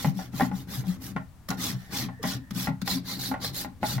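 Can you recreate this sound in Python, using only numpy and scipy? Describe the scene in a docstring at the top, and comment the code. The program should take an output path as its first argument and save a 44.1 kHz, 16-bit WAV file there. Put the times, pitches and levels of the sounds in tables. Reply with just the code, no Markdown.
"""A rasp scrapes through horn, with a clank and a thud: a farrier works a horse's hoof on a steel stand.
The teeth tear the horn in quick arched strokes; the blade ticks as it lands and squeaks as it slips.
The stand clanks as the hoof rocks on it; hoof and leg thud and judder under the push.
All is close by, in an open yard: low rumble, a faint whirr, a weak echo from the stable wall."""
import sys
import numpy as np
from scipy import signal
from scipy.fft import rfft, irfft
from scipy.io import wavfile

SR = 44100
rng = np.random.default_rng(int(sys.argv[2]) if len(sys.argv) > 2 else 0)


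def to_wav(s):
    """Save 16-bit WAV."""
    ch = np.atleast_2d(s).T  # columns
    pcm = np.round(np.clip(ch, -1, 1) * 32767)  # PCM
    wavfile.write(sys.argv[1], SR, pcm.astype(np.int16))


N = 176400
TIME_S = np.arange(N) / SR
RING_TIME_S = TIME_S[:SR // 2]

# yard rumble and air (frequency [Hz], relative density [dB])
YARD_SPECTRUM = [(20, -1.5), (90, 8), (190, -3), (380, -19.5), (800, -16.5), (2800, -28), (12000, -33)]
# left-right likeness (frequency [Hz], correlation [0-1])
STEREO_LIKENESS = [(900, 0.76), (3000, 0.26)]
# scrape phase (frequency [Hz], left lead [rad])
STEREO_LEAD = [(2000, -0.37), (7000, -1.8), (12000, -1.5)]
# scrape balance (frequency [Hz], left minus right [dB])
STEREO_BALANCE = [(300, 7), (1200, 0.5), (5000, 0), (12000, -2)]
# steel slips (time [s], level [dB], starting pitch [Hz])
SLIP_SQUEAKS = [(2.194, -42, 495), (3.115, -48, 590), (3.434, -39.5, 543)]
# hoof on its stand (frequency [Hz], relative level [dB], T60 [s])
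HOOF_MODES = [(127, -0.5, 0.34), (188, 5, 0.28), (261.5, 1.5, 0.28)]
# thuds as a stroke lands (time [s], level [dB], starting pitch [Hz])
LEG_THUDS = [(0.048, -17.5, 170.3), (0.338, -27, 176), (0.411, -26, 198.6), (0.423, -16.5, 257.5),
             (1.156, -23.5, 177), (1.494, -24, 180), (2.24, -24, 240.6), (2.509, -28.5, 201),
             (2.558, -23.5, 178.5), (2.681, -17.5, 167), (2.82, -25.5, 199.5), (3.825, -26, 205)]
# judders under the push (peak time [s], level [dB], pitch [Hz])
LEG_JUDDERS = [(0.087, -20.5, 141), (0.181, -26, 188), (0.546, -23, 188.7), (.795, -25.5, 127.6),
               (0.896, -19, 183.2), (1.756, -26.5, 125.5), (2.019, -31.5, 120), (2.362, -29, 121.4),
               (2.974, -24.5, 263.2), (3.325, -26, 260.3), (3.973, -21.5, 125)]
# steel stand (frequency [Hz], relative level [dB])
STAND_MODES = [(640, -8), (800, 0.5), (850, 1.5), (1034, -3.5), (1410, -1), (1743, -12.5), (1890, -3.5)]
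# hoof rocks the stand (time [s], relative level [dB])
STAND_CLANKS = [(.046, -18), (0.191, -28.5), (0.337, -40), (0.398, -19), (0.408, -11.5), (.515, -30),
                (.839, -38.5), (1.164, -20), (1.514, -22), (2.087, -31.5), (2.239, -20), (2.672, -18),
                (2.876, -24.5), (3.315, -22), (3.341, -23), (3.647, -27), (3.83, -16.5), (3.981, -27)]
# steel on horn (frequency [Hz], relative density [dB])
SCRAPE_SPECTRUM = [(330, -9), (650, 4), (2000, 6.5), (2700, 1.5), (3600, 5), (5600, 5), (9000, -6),
                   (11300, -2), (11800, 2.5), (12500, -3)]
# blade lands on horn (time [s], level [dB])
BLADE_TICKS = [(1.488, -27), (1.504, -27), (1.930, -35), (2.23, -30.5), (2.508, -34.5), (2.817, -32.5),
               (2.876, -26.5), (3.194, -35.5), (3.445, -25)]
# rasp strokes (start [s], end [s], level [dB], extra top [dB])
RASP_STROKES = [(-.07, 0.152, -36, 2), (0.119, 0.318, -44.5, 1), (0.304, 0.526, -38.5, 4),
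                (0.502, 0.677, -47.5, 5.5), (0.659, 0.863, -38, 4.5), (0.824, 1.001, -45, 3),
                (0.985, 1.152, -43.5, 7.5), (1.492, 1.576, -46.5, 1), (1.555, 1.778, -29, 1),
                (1.89, 2.097, -28, -2), (2.209, 2.404, -30.5, -2), (2.517, 2.726, -33, 3.5),
                (2.835, 3.02, -30.5, 3.5), (3.026, 3.219, -35.5, 1.5), (3.149, 3.369, -36.5, 7),
                (3.39, 3.536, -34, 0.5), (3.515, 3.683, -34, 7.5), (3.801, 4.018, -32, 3)]

YARD_DB, LOW_BALANCE_DB = -49.5, 3.5  # balance: left minus right
WHIRR_SPAN_S, WHIRR_DB, WHIRR_HZ, WHIRR_FILTER_T60_S = (1.4, 2.76), -57, 1810, 0.011
ECHO_DB, ECHO_T60_S, ECHO_CUTOFF_HZ = -15.5, 0.22, 3880
SQUEAK_S, SQUEAK_FALL_PER_S = 0.038, 8.5
THUD_RISE_S, THUD_T60_S, THUD_RING_DB, HOOF_LOW_CUT_HZ = 0.006, 0.17, -8.5, 54
JUDDER_HALF_WIDTH_S, SAG_PER_S = 0.02, 1.15  # pitch sags as the push eases
STAND_T60_CYCLES, STRIKE_DETUNE, STRIKE_SPREAD_DB = 52, 0.025, 5
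CLANK_GAIN_DB, STAND_RUB_DB = -1.5, -14.5
RATTLE_PER_S, RATTLE_SHARE, RATTLE_DECAY_S = 1500, 0.3, 0.021
CRACK_GAIN_DB, CRACK_LOW_HZ, CRACK_HIGH_HZ, CRACK_DECAY_S = -14.5, 690, 2020, 0.011
FRACTURES_PER_S, FRACTURE_SPREAD_DB, CHATTER_DB, CHATTER_HZ = 11000, 2, 1.4, 138
PATCH_DB, PATCH_HZ, PATCH_S = 4.6, 146, 0.019  # drifting resonances: depth, width, duration
SING_SPAN_S, SING_DB, SING_HZ, SING_WIDTH_HZ = (2.53, 4.16), 10, 4220, 610
DRAG_SPAN_S, DRAG_DB = (1.64, 2.04), -54.5  # blade drawn back lightly
MID_EDGE_HZ, TOP_EDGE_HZ = 2740, 7600  # scrape bands: mid, bite, top
MID_DB, MID_FOLLOW = -17.5, 0.63  # light strokes keep more midrange
SHUDDER_DB, SHUDDER_FOLLOW, WANDER_S, WANDER_HZ = -22, 0.38, 0.0009, 11
MID_EXP, BITE_EXP, TOP_EXP, SHUDDER_EXP = 1.41, 2.37, 2.32, 0.32  # amplitude ~ speed ** exponent


def amp(db):
    """Decibels to gain."""
    return 10 ** (np.asarray(db) / 20)


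def unit(x):
    """Scale to rms 1."""
    return x / np.sqrt(np.mean(x ** 2) + 1e-20)


def read(points, hz):
    """Table lookup on a log-frequency axis."""
    table_hz, value = np.transpose(points)
    return np.interp(np.log(hz + 1), np.log(table_hz + 1), value)


def add(mix, at_s, sound):
    """Mix a sound in, in place."""
    part = mix[..., max(round(at_s * SR), 0):][..., :sound.shape[-1]]
    part += sound[..., :part.shape[-1]]


def butter(x, hz, kind="low", order=2):
    """Butterworth filter."""
    return signal.sosfilt(signal.butter(order, hz, kind, fs=SR, output="sos"), x)


def convolve(x, response):
    """Convolution cut to the input length."""
    return signal.fftconvolve(np.atleast_2d(x), np.atleast_2d(response), axes=1)[:, :x.shape[-1]]


def resonate(force, response):
    """Drive a resonator at unit gain for white noise."""
    return convolve(force, response / np.linalg.norm(response[0]))


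def lean_left(x):
    """Pan by LOW_BALANCE_DB."""
    return x * amp([[LOW_BALANCE_DB / 2], [-LOW_BALANCE_DB / 2]])


def right_spectrum(left, independent, hz):
    """Right channel: like the left in the bass, less so in the treble."""
    likeness = read(STEREO_LIKENESS, hz)
    return likeness * left + np.sqrt(1 - likeness ** 2) * independent


def ring(modes, skew_rad):
    """Decaying modes with opposite random phases left and right."""
    phases = skew_rad * rng.uniform(-1, 1, (len(modes), 1, 1)) * np.array([[1], [-1]])
    return sum(amp(db - 60 * RING_TIME_S / t60_s) * np.sin(2 * np.pi * hz * RING_TIME_S + phase)
               for (hz, db, t60_s), phase in zip(modes, phases))


def falling_tone(t, hz, fall_per_s):
    """Sine with exponentially sinking pitch."""
    return np.sin(2 * np.pi * np.cumsum(hz * np.exp(-fall_per_s * t)) / SR)


def arch(start_s, end_s, peak_share=0.42):
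    """Skewed half sine: 0 to 1 and back."""
    peak_s = start_s + peak_share * (end_s - start_s)
    return np.abs(np.sin(np.pi * np.interp(TIME_S, [start_s, peak_s, end_s], [0, 0.5, 1])))


def yard_air():
    """Low rumble and thin air."""
    hz = np.fft.rfftfreq(N, 1 / SR)
    left, independent = rfft(rng.standard_normal((2, N)))
    spectrum = lean_left(np.array([left, right_spectrum(left, independent, hz)]))
    return amp(YARD_DB) * unit(irfft(spectrum * amp(read(YARD_SPECTRUM, hz)), N))


def whirr():
    """Faint narrow-band noise that swells and fades."""
    mode = ring([(WHIRR_HZ, 0, WHIRR_FILTER_T60_S)], skew_rad=0.65)
    band = resonate(resonate(rng.standard_normal((2, N)), mode), mode)
    return amp(WHIRR_DB) * unit(band) * arch(*WHIRR_SPAN_S)


def wall_echo(direct):
    """Short, dull reflection from the stable wall."""
    noise = butter(rng.standard_normal((2, len(RING_TIME_S))), ECHO_CUTOFF_HZ)
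    return amp(ECHO_DB) * resonate(direct, noise * amp(-60 * RING_TIME_S / ECHO_T60_S))


def squeaks():
    """Soft tones that slide down as the steel slips."""
    out, t = np.zeros(N), TIME_S[TIME_S < SQUEAK_S]
    envelope = np.sin(np.pi * np.sqrt(t / SQUEAK_S)) ** 2
    for at_s, db, hz in SLIP_SQUEAKS:
        add(out, at_s, amp(db) * envelope * falling_tone(t, hz, SQUEAK_FALL_PER_S))
    return out


def thuds(hoof):
    """The leg gives under the push: sudden thuds that ring the hoof, and slower judders."""
    leg, horn = np.zeros(N), np.zeros((2, N))
    rise = 1 - np.exp(-(RING_TIME_S / THUD_RISE_S) ** 2)
    for at_s, db, hz in LEG_THUDS:
        onset_s = at_s - THUD_RISE_S / 2
        envelope = rise * amp(db - 60 * RING_TIME_S / THUD_T60_S)
        add(leg, onset_s, envelope * falling_tone(RING_TIME_S, hz, SAG_PER_S))
        add(horn, onset_s, rise * amp(db + THUD_RING_DB) * hoof)
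    for peak_s, db, hz in LEG_JUDDERS:
        t = RING_TIME_S - min(peak_s, 4 * JUDDER_HALF_WIDTH_S)
        envelope = amp(db) * np.exp(-(t / JUDDER_HALF_WIDTH_S) ** 2)
        add(leg, peak_s + t[0], envelope * falling_tone(t, hz, SAG_PER_S))
    return lean_left(leg) + horn


def stand_ring():
    """Stand response; strike point and load vary each mode's pitch and strength."""
    modes = []
    for hz, db in STAND_MODES:
        struck_hz = hz * (1 + STRIKE_DETUNE * rng.uniform(-1, 1))
        struck_db = db + STRIKE_SPREAD_DB * rng.uniform(-1, 1)
        modes.append((struck_hz, struck_db, STAND_T60_CYCLES / hz))
    return ring(modes, skew_rad=1)


def clanks():
    """The hoof rocks the stand: a rattling blow on loose steel and a dull crack."""
    steel, crack_envelope = np.zeros((2, N)), np.zeros(N)
    for at_s, db in STAND_CLANKS:
        signs = rng.choice([-1, 1], len(RING_TIME_S))
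        bounces = rng.random(len(RING_TIME_S)) < RATTLE_PER_S / SR
        blow = RATTLE_SHARE * signs * bounces * np.exp(-RING_TIME_S / RATTLE_DECAY_S)
        blow[0] = 1  # first impact
        add(steel, at_s, amp(db) * convolve(blow / np.linalg.norm(blow), stand_ring() / 2))
        add(crack_envelope, at_s, amp(db) * np.exp(-RING_TIME_S / CRACK_DECAY_S))
    noise = rng.standard_normal((3, N)) * np.sqrt(SR / 2 / CRACK_HIGH_HZ)  # left, right, common
    crack = butter(crack_envelope * (noise[2] + 0.5 * noise[:2]), CRACK_HIGH_HZ, order=4)
    crack = butter(crack, CRACK_LOW_HZ, "high", order=4)
    return amp(CLANK_GAIN_DB) * steel + amp(CRACK_GAIN_DB) * crack


def horn_fractures():
    """Tiny fractures, clumped as the rows of teeth catch and slip."""
    sizes = amp(FRACTURE_SPREAD_DB * np.minimum(rng.exponential(1, (2, N)), 5))
    signs = rng.choice([-1, 1], (2, N))
    chatter = amp(CHATTER_DB * unit(butter(rng.standard_normal(N), CHATTER_HZ)))
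    breaks = rng.random((2, N)) < FRACTURES_PER_S / SR
    return unit(sizes * signs * breaks * chatter)


def drifting_resonances(bins, frames, bin_hz, hop_s):
    """Stereo gain in smooth random patches over frequency and time."""
    field = np.fft.fft2(rng.standard_normal((3, bins, frames)))  # left, right, common
    across = np.fft.fftfreq(bins, bin_hz)[:, None] * PATCH_HZ
    along = np.fft.fftfreq(frames, hop_s) * PATCH_S
    patches = unit(np.fft.ifft2(field * np.exp(-2 * (across ** 2 + along ** 2))).real)
    return unit(amp(PATCH_DB * unit(patches[:2] + patches[2])))


def horn_colour(force):
    """Steel-on-horn spectrum in stereo; the blade sings as it is turned round the toe."""
    hz, frame_s, (left, independent) = signal.stft(force, SR, nperseg=512, noverlap=384)
    drift = drifting_resonances(*left.shape, bin_hz=hz[1], hop_s=128 / SR)
    hz = hz[:, None]
    right = right_spectrum(left, independent, hz) * np.exp(-1j * read(STEREO_LEAD, hz))
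    pan = amp(read(STEREO_BALANCE, hz) / 2)
    spectrum = np.array([left * pan, right / pan]) * unit(amp(read(SCRAPE_SPECTRUM, hz))) * drift
    turn = np.interp(frame_s, TIME_S, arch(*SING_SPAN_S))
    sing = amp(SING_DB * turn * np.exp(-((hz - SING_HZ) / SING_WIDTH_HZ) ** 2))
    return signal.istft(spectrum * sing, nperseg=512, noverlap=384)[1][:, :N]


def blade_envelopes():
    """Mid, bite, top and shudder amplitudes: strokes, back drag and landing ticks, summed in power."""
    power = np.zeros((4, N))
    for start_s, end_s, db, top_db in RASP_STROKES:
        speed = arch(start_s, end_s)
        power[0] += (amp(MID_DB + MID_FOLLOW * db) * speed ** MID_EXP) ** 2
        power[1] += (amp(db) * speed ** BITE_EXP) ** 2
        power[2] += (amp(db + top_db) * speed ** TOP_EXP) ** 2
        power[3] += (amp(SHUDDER_DB + SHUDDER_FOLLOW * db) * speed ** SHUDDER_EXP) ** 2
    power[:3] += (amp(DRAG_DB) * arch(*DRAG_SPAN_S)) ** 2
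    rise_s, t60_s = 0.00025, 0.05
    for at_s, db in BLADE_TICKS:
        tick = np.minimum(RING_TIME_S / rise_s, 1) * amp(db - 60 * RING_TIME_S / t60_s)
        add(power[:3], at_s - rise_s, tick ** 2)
    return np.sqrt(power)


def rasp(stand, hoof):
    """Teeth tear horn: the scrape, and what it shakes in stand and hoof."""
    mid, bite, top, shudder = blade_envelopes()
    grains, hz = horn_fractures(), np.fft.rfftfreq(N, 1 / SR)
    below_mid = irfft(rfft(grains) / (1 + (hz / MID_EDGE_HZ) ** 6), N)
    below_top = irfft(rfft(grains) / (1 + (hz / TOP_EDGE_HZ) ** 6), N)
    scrape = horn_colour(mid * below_mid + bite * (below_top - below_mid) + top * (grains - below_top))
    wander_s = WANDER_S * unit(butter(rng.standard_normal(N), WANDER_HZ))  # shifting load bends pitch
    hoof_rub = resonate(shudder * grains[1], hoof)
    hoof_rub = np.array([np.interp(TIME_S + wander_s, TIME_S, channel) for channel in hoof_rub])
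    stand_rub = amp(STAND_RUB_DB) * resonate(mid * grains[0], stand)
    return scrape + stand_rub + hoof_rub


def scene():
    """The farrier's work, its echo and the yard."""
    hoof = butter(lean_left(ring(HOOF_MODES, skew_rad=0)), HOOF_LOW_CUT_HZ, "high")
    work = rasp(stand_ring(), hoof) + clanks() + thuds(hoof) + squeaks()
    return work + wall_echo(work) + yard_air() + whirr()


def record(dry):
    """Steep low-pass band limit."""
    taps = signal.firwin(511, cutoff=16150, window=("kaiser", 9), fs=SR)
    return signal.oaconvolve(dry, taps[None], "same")


dry = scene()
out = record(dry)
to_wav(out)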